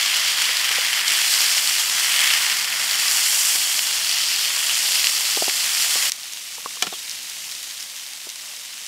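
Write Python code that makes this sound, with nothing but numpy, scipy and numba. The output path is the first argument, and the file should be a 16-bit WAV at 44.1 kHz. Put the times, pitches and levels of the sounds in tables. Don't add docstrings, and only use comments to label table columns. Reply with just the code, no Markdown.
import sys
import numpy as np
from scipy import signal
from scipy.fft import rfft, irfft
from scipy.io import wavfile
from scipy.ndimage import uniform_filter1d
from numba import njit

SR = 44100
rng = np.random.default_rng(int(sys.argv[2]) if len(sys.argv) > 2 else 0)


def natural_amplitude(level_db):
    exponent = np.asarray(level_db, float) / 20
    return 10 ** exponent


def unload_audio(sound):
    columns = np.transpose(np.atleast_2d(sound))
    steps = np.round(np.clip(columns, -1, 1) * 32767)
    wavfile.write(sys.argv[1], SR, steps.astype(np.int16))


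N = 391166
CHANGE_S = 6.099


def grid():
    return np.arange(N) / SR


def by_pan(first, second):
    return np.where(grid() < CHANGE_S, first, second)


def unit(x):
    return x / np.sqrt(np.mean(x ** 2))


def walk(rate_hz):
    hold = int(SR / rate_hz)
    levels = np.repeat(rng.standard_normal(N // hold + 1), hold)
    return 0.53 * uniform_filter1d(levels, hold)[:N]


def colour(x, hz, db):
    f = np.arange(1, N // 2 + 2) * SR / N
    return irfft(rfft(x) * natural_amplitude(np.interp(np.log(f), np.log(hz), db)), N)


def band(x, low_hz, high_hz):
    return signal.sosfilt(signal.butter(2, [low_hz, high_hz], "bandpass", fs=SR, output="sos"), x)


@njit
def rings(start, hz, decay, size, glide, tilt):
    out = np.zeros(N + 1)
    for k in range(len(start)):
        i = start[k]
        w = 2 * np.pi * hz[k] / SR
        p = decay[k] * np.exp(1j * w)
        g = np.exp(1j * w * w * glide / (2 * np.pi))
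        z = size[k] * np.exp(1j * tilt) * 1j * (1 - p) / abs(1 - p)
        floor = 0.003 * abs(size[k])
        while i < N and abs(z) > floor:
            out[i] += z.real
            z, p, i = z * p, p * g, i + 1
    return out[:N]


def burst(s, hz, t60_s, size, glide=0., tilt=0.):
    hz = np.clip(hz, 0, 0.42 * SR)
    decay = np.exp(-np.log(1000) / (np.maximum(t60_s, 4 / SR) * SR)) + 0 * hz
    return rings((np.asarray(s) * SR).astype(np.int64), hz, decay, size + 0 * hz, glide, tilt)


def puffs(s, t60_s, db):
    envelope = burst(s, 0 * np.asarray(s), t60_s, natural_amplitude(db), tilt=np.pi / 2)
    return envelope * rng.standard_normal(N)


# frequency in Hz, density in dB per Hz.
FLAME_SPECTRUM = [(12, -47), (20, -12.5), (134, -5), (187, -2), (343, -4.5), (420, -18), (500, -3.5),
                  (650, -9), (1100, -120)]


def fire():
    roar = colour(rng.standard_normal(N), *np.transpose(FLAME_SPECTRUM))
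    return unit(roar) * natural_amplitude(by_pan(-58, -64) + 2.3 * walk(1.28) + 0.86 * walk(3.1))


# time in seconds, pitch in Hz, level in dB.
STEAM_JET = [
    (6.905, 4000, -50),
    (6.92, 3800, -36),
    (6.95, 3250, -36),
    (6.972, 2850, -45),
]


def squeak():
    s, hz, db = np.transpose(STEAM_JET)
    on = (grid() > s[0]) * (grid() < s[-1])
    pitch_hz = np.interp(grid(), s, hz) * (1 + 0.01 * walk(180))
    phase = 2 * np.pi * np.cumsum(pitch_hz) / SR
    return on * natural_amplitude(np.interp(grid(), s, db) + 4 * walk(90)) * np.sin(phase)


# frequency in Hz, level in dB, T60 in seconds.
PAN_MODES = [(734, -16.5, 0.084), (1055, -19, 0.082), (1344, -11, 0.14), (1780, -8, 0.045),
             (2430, -4, 0.025), (2995, -0.5, 0.037), (3360, -8, 0.056), (3900, -25, 0.063),
             (4230, -14, 0.02), (4800, -23, 0.081), (5740, -27, 1.7), (6270, -7, 0.0088), (6840, -20, 0.11),
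             (7800, -31, 0.062)]
CHATTER_S = 0.0028


def clanks():
    hz, mode_db, t60_s = np.transpose(PAN_MODES)
    t60_s = np.minimum(t60_s, 0.06)
    first_s, second_s = 6.8235, 6.8675
    out = burst([6.87], np.array([190.]), 0.081, natural_amplitude(-28), tilt=-np.pi / 2)
    out = out + band(puffs([first_s + CHATTER_S], 0.15, -18), 150, 1300)
    for s, db in ((first_s, -7), (second_s, -19)):
        scrape = rng.standard_normal(N) * (grid() > s) * (grid() < s + CHATTER_S)
        out = out + natural_amplitude(db - 0.5) * band(scrape, 2400, 7300)
        out = out + band(puffs([s], 0.1, db - 8), 2700, 6200)
        for step in (0, 0.6, 0.9):
            contact_s = s + step * CHATTER_S + 0 * hz
            out = out + burst(contact_s, hz, t60_s, natural_amplitude(db + mode_db - 5.5), tilt=6 * step)
    return out


# time in seconds, peak in dB, low mode in Hz, high mode in Hz,
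# high mode level in dB.
KNIFE_KNOCKS = [(0.49, -21.5, 553, 1360, 5), (0.706, -23, 490, 1130, 7), (0.782, -20.5, 516, 581, 4),
                (1.109, -27, 347, 1280, -3), (3.55, -27, 400, 756, 6), (5.369, -11.5, 423, 825, 0),
                (5.42, -15, 385, 660, 13.5), (5.478, -13, 387, 760, 7), (5.954, -14.5, 504, 1160, 0),
                (6.579, -28.5, 480, 947, 6), (6.657, -23.5, 483, 1100, 18.5), (6.768, -39, 495, 1130, 20.5),
                (6.866, -16, 406, 1350, 6), (6.923, -19.5, 372, 720, 3), (6.934, -29, 433, 1140, 11),
                (8.266, -26, 350, 614, -2)]


def knocks():
    s, db, low_hz, high_hz, high_db = np.transpose(KNIFE_KNOCKS)
    t60_s = 0.04
    out = band(puffs(s + 0.0031, 1.1 * t60_s, db - 1.5), 300, 1200)
    for lag_s, blow_db in ((0.0028, -10.5), (0.0135, -32)):
        out = out + burst(s + lag_s, low_hz, 0.66 * t60_s, natural_amplitude(db + blow_db), tilt=-0.64)
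        out = out + burst(s + lag_s, high_hz, 0.5 * t60_s, natural_amplitude(db + high_db + blow_db), tilt=-1.45)
    return out


# time in seconds, vigour in dB,
# fineness (share of fine spray) in dB, froth (share of small bubbles) in dB, juice out of the meat in dB.
FRYING = [(0.0, -20, -8, -4.5, -0.2), (1.0, -20.5, -7, -6.5, 1.5), (1.12, -18, -6, -7.5, -0.2),
          (1.32, -17.5, -5, -4.5, 1), (1.92, -20, -4.5, -5.5, 0.2), (2.24, -17, -6.5, -8, 0.4),
          (2.42, -19, -5.5, -6, 3), (2.7, -23, -6, -5, 2.1), (3.12, -18.5, -4, -5.5, 1.5),
          (3.4, -19, -1.5, -6.5, -0.5), (3.98, -22, -4.5, -4, -1.3), (4.32, -20.5, -6.5, -2, -2.2),
          (4.56, -21.5, -4.5, -6, -0.8), (5.0, -18.5, -4.5, -4, -1.8), (5.14, -21.5, -4, -3.5, -0.5),
          (5.64, -21.5, -4, -4, -1), (5.82, -19, -4, -5, 0), (6.098, -20, -4, -4.5, 0.5)]
SIMMERING = [
    (6.14, -34.5, -5, -6, -0.88),
    (7.04, -32.5, -5.5, -5.5, -1),
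    (7.67, -32.5, -5.5, -5.5, -1),
    (8.29, -35.5, -5.5, -5.5, -1),
    (8.87, -34.5, -5.5, -5.5, -1),
]


def controls():
    change = [(CHANGE_S, *SIMMERING[0][1:])]
    s, *columns = np.concatenate([FRYING, change, SIMMERING]).T
    return [np.interp(grid(), s, c) for c in columns]


# time in seconds, peak in dB, pitch in Hz.
FIRST_PAN_SPITS = [(0.0604, -5, 3270), (0.4534, -5, 4180), (0.5681, -3, 4310), (0.6904, -3, 2850),
                   (0.7153, -6, 2980), (0.9293, -4, 2850), (1.1734, -4, 3530), (1.3384, -1, 4580),
                   (1.4054, -2, 5300), (1.4604, -4, 4240), (1.5794, -3, 2960), (1.6731, -1, 4160),
                   (1.8971, -3, 3520), (2.14, -4, 2790), (2.2034, -2, 3330), (2.3364, -3, 2910),
                   (2.7237, -8, 2820), (2.9103, -4, 4330), (3.0814, -3, 5140), (3.1114, -1, 6990),
                   (3.7419, -6, 3210), (3.7913, -3, 3020), (4.0926, -4, 5200), (4.1121, -4, 3210),
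                   (4.4474, -5, 3250), (4.5634, -5, 4900), (4.6947, -5, 2990), (5.0424, -1, 2880),
                   (5.0689, 1, 2960), (5.6062, -4, 4930)]
SECOND_PAN_SPITS = [(6.1185, -2, 5520), (6.2317, -15, 4540), (6.3234, -16, 6950), (6.334, -14, 6450),
                    (6.3714, -17, 4400), (6.552, -16, 7030), (7.0948, -11, 5470), (7.1074, -15, 4430),
                    (7.1122, -13, 5010), (7.2295, -16, 5470), (7.2973, -13, 5680), (7.5134, -16, 5560),
                    (7.5497, -15, 4190), (7.6291, -11, 5430), (7.8054, -17, 5520), (7.8261, -14, 5350),
                    (7.9633, -15, 5710), (8.1334, -16, 4910), (8.2904, -14, 5810), (8.2994, -14, 6160),
                    (8.3569, -16, 5630), (8.5634, -17, 5080), (8.7784, -19, 4130), (8.8634, -17, 6420)]


def drops():
    small_per_s, lag_s, trim_db = 22, 0.0012, -1
    count = int(small_per_s * N / SR)
    s = rng.random(count) * N / SR
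    level_chance, pitch_chance = rng.standard_normal((count, 2)).T
    db = np.interp(s, grid(), controls()[0]) + 12.5 + 1.5 * level_chance
    small = np.array([s, db, 4000 * 2 ** (0.3 * pitch_chance)])
    loud = np.concatenate([FIRST_PAN_SPITS, SECOND_PAN_SPITS]).T + [[lag_s], [trim_db], [0]]
    return np.concatenate([loud, small], axis=1)


def spits():
    s, db, hz = drops()
    loud = np.arange(len(s)) < len(FIRST_PAN_SPITS) + len(SECOND_PAN_SPITS)
    cycles = np.where(loud, 16, 7)
    push = burst(s - 0.35 / hz, hz, 1.5 / hz, natural_amplitude(db - 9), tilt=-0.6)
    suck = burst(s, 0.7 * hz, 4 / hz, -natural_amplitude(db - 7))
    suck = suck + burst(s, 1.7 * hz, 6 / hz, -natural_amplitude(db - 12))
    ring = burst(s, 0.93 * hz, cycles / hz, -natural_amplitude(db - 2), glide=0.025)
    spray = band(puffs(s, 0.016, db - 8.5), 1830, 7100)
    return push + suck + ring + spray


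# share in dB, then dB per dB of vigour,
# of fineness, of froth, of juice.
SIZE_RESPONSE = [(-5.5, 0.1, 0.17, 0.23, .3), (-9, 0.26, -0.4, -0.65, 0.71),
                 (-9.5, 0.86, -1.12, -1.04, 1.17), (-4, 0.94, -0.86, -0.42, -0.44),
                 (-4.5, 1.1, -.05, 1.4, 0.13), (-3.5, 1.05, 1.26, -0.15, -0.12), (-4, 1.1, 1.15, .15, 0.12)]


def shares():
    vigour_db, fine_db, froth_db, juice_db = controls()
    usual_db = by_pan(-20, -33.5)
    lull_db = -3.5 * np.exp(-((grid() - 1.04) / 0.022) ** 2)
    swell_db = vigour_db - usual_db + lull_db
    fine_db, froth_db = fine_db + 4.5, froth_db + 5
    return [usual_db + db + a * swell_db + b * fine_db + c * froth_db + d * juice_db
            for db, a, b, c, d in SIZE_RESPONSE]


# pitch in Hz, pitch spread in octaves, ring in cycles, bursts per second,
# size spread in dB, shared pops in dB, trim in dB.
BUBBLE_SIZES = [
    (701, 0.33, 2.7, 2500, 2, -6.5, -17),
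    (1335, 0.3, 4, 3000, 3.5, -14.5, -9),
    (2018, 0.15, 3.9, 3500, 2.5, 0.5, -3.5),
    (3079, .15, 6.7, 4500, 2.5, -3.5, -1.5),
    (4920, 0.25, 4.7, 6500, 3., -12.5, -1),
    (7490, 0.306, 5.6, 9000, 2, -14, -1.5),
    (12040, 0.17, 7., 9400, 0, -34, -7),
]


def sizzle():
    seethe_db = 0.46 * walk(14) + 0.98 * walk(60) + 0.45 * walk(250)
    pops = rng.random((14000, 2))
    pop_s = pops[:, 0] * N / SR
    pop_base_db = -3.5 * np.log(pops[:, 1])
    out = 0
    for row, level_db in zip(BUBBLE_SIZES, shares()):
        hz, spread, cycles, rate, size_db, pop_db, trim_db = row
        count = int(min(rate * N / SR, 120000))
        chance = rng.random((count, 2))
        pitch = hz * 2 ** (spread * rng.standard_normal(count))
        size = natural_amplitude(np.minimum(-size_db * np.log(chance[:, 1]), 14))
        fizz = burst(chance[:, 0] * N / SR, pitch, 4.3 * cycles / pitch, size, glide=0.013)
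        pop_hz = hz * 2 ** (spread * rng.standard_normal(len(pops)))
        pop_size = natural_amplitude(np.minimum(pop_base_db + 3 * rng.standard_normal(len(pops)), 17))
        crackle = burst(pop_s, pop_hz, 8.0 / pop_hz, -pop_size)
        mix = unit(unit(fizz) + natural_amplitude(pop_db) * unit(crackle))
        out = out + mix * natural_amplitude(level_db + trim_db + seethe_db + 0.71 * walk(20))
    return out * np.clip(abs(grid() - CHANGE_S) / 0.0015, 0, 1)


# frequency in Hz, first pan in dB, second pan in dB.
HEARTH_COLOUR = [(100, 13, 4), (454, -10, -6), (756, -2, -1.5), (1510, -1, -3), (2060, 1, -0.5),
                 (2230, 0.5, 0), (3440, -1.5, -4), (3670, -5, -0.5), (4420, 1, 0.5), (5600, 0, 1.5),
                 (6720, -3.5, 1.5), (6480, 0.5, 1), (9400, -0.5, 1.5), (15500, -3.5, -2)]


def hearth(fat):
    hz, first_db, second_db = np.transpose(HEARTH_COLOUR)
    return by_pan(colour(fat, hz, first_db), colour(fat, hz, second_db))


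def scene():
    pans = hearth(sizzle() + spits()) + knocks() + clanks()
    pans = signal.sosfilt(signal.butter(2, 230, "highpass", fs=SR, output="sos"), pans)
    return np.tile(pans + squeak() + fire(), (2, 1))


def band_limit(x):
    return signal.sosfilt(signal.butter(12, 16200, fs=SR, output="sos"), x)


def record(dry):
    top_cut = signal.ellip(14, 0.3, 90, 15700, fs=SR, output="sos")
    mix = signal.sosfilt(top_cut, np.clip(dry, -1, 1))
    return band_limit(mix)


dry = scene()
out = record(dry)
unload_audio(out)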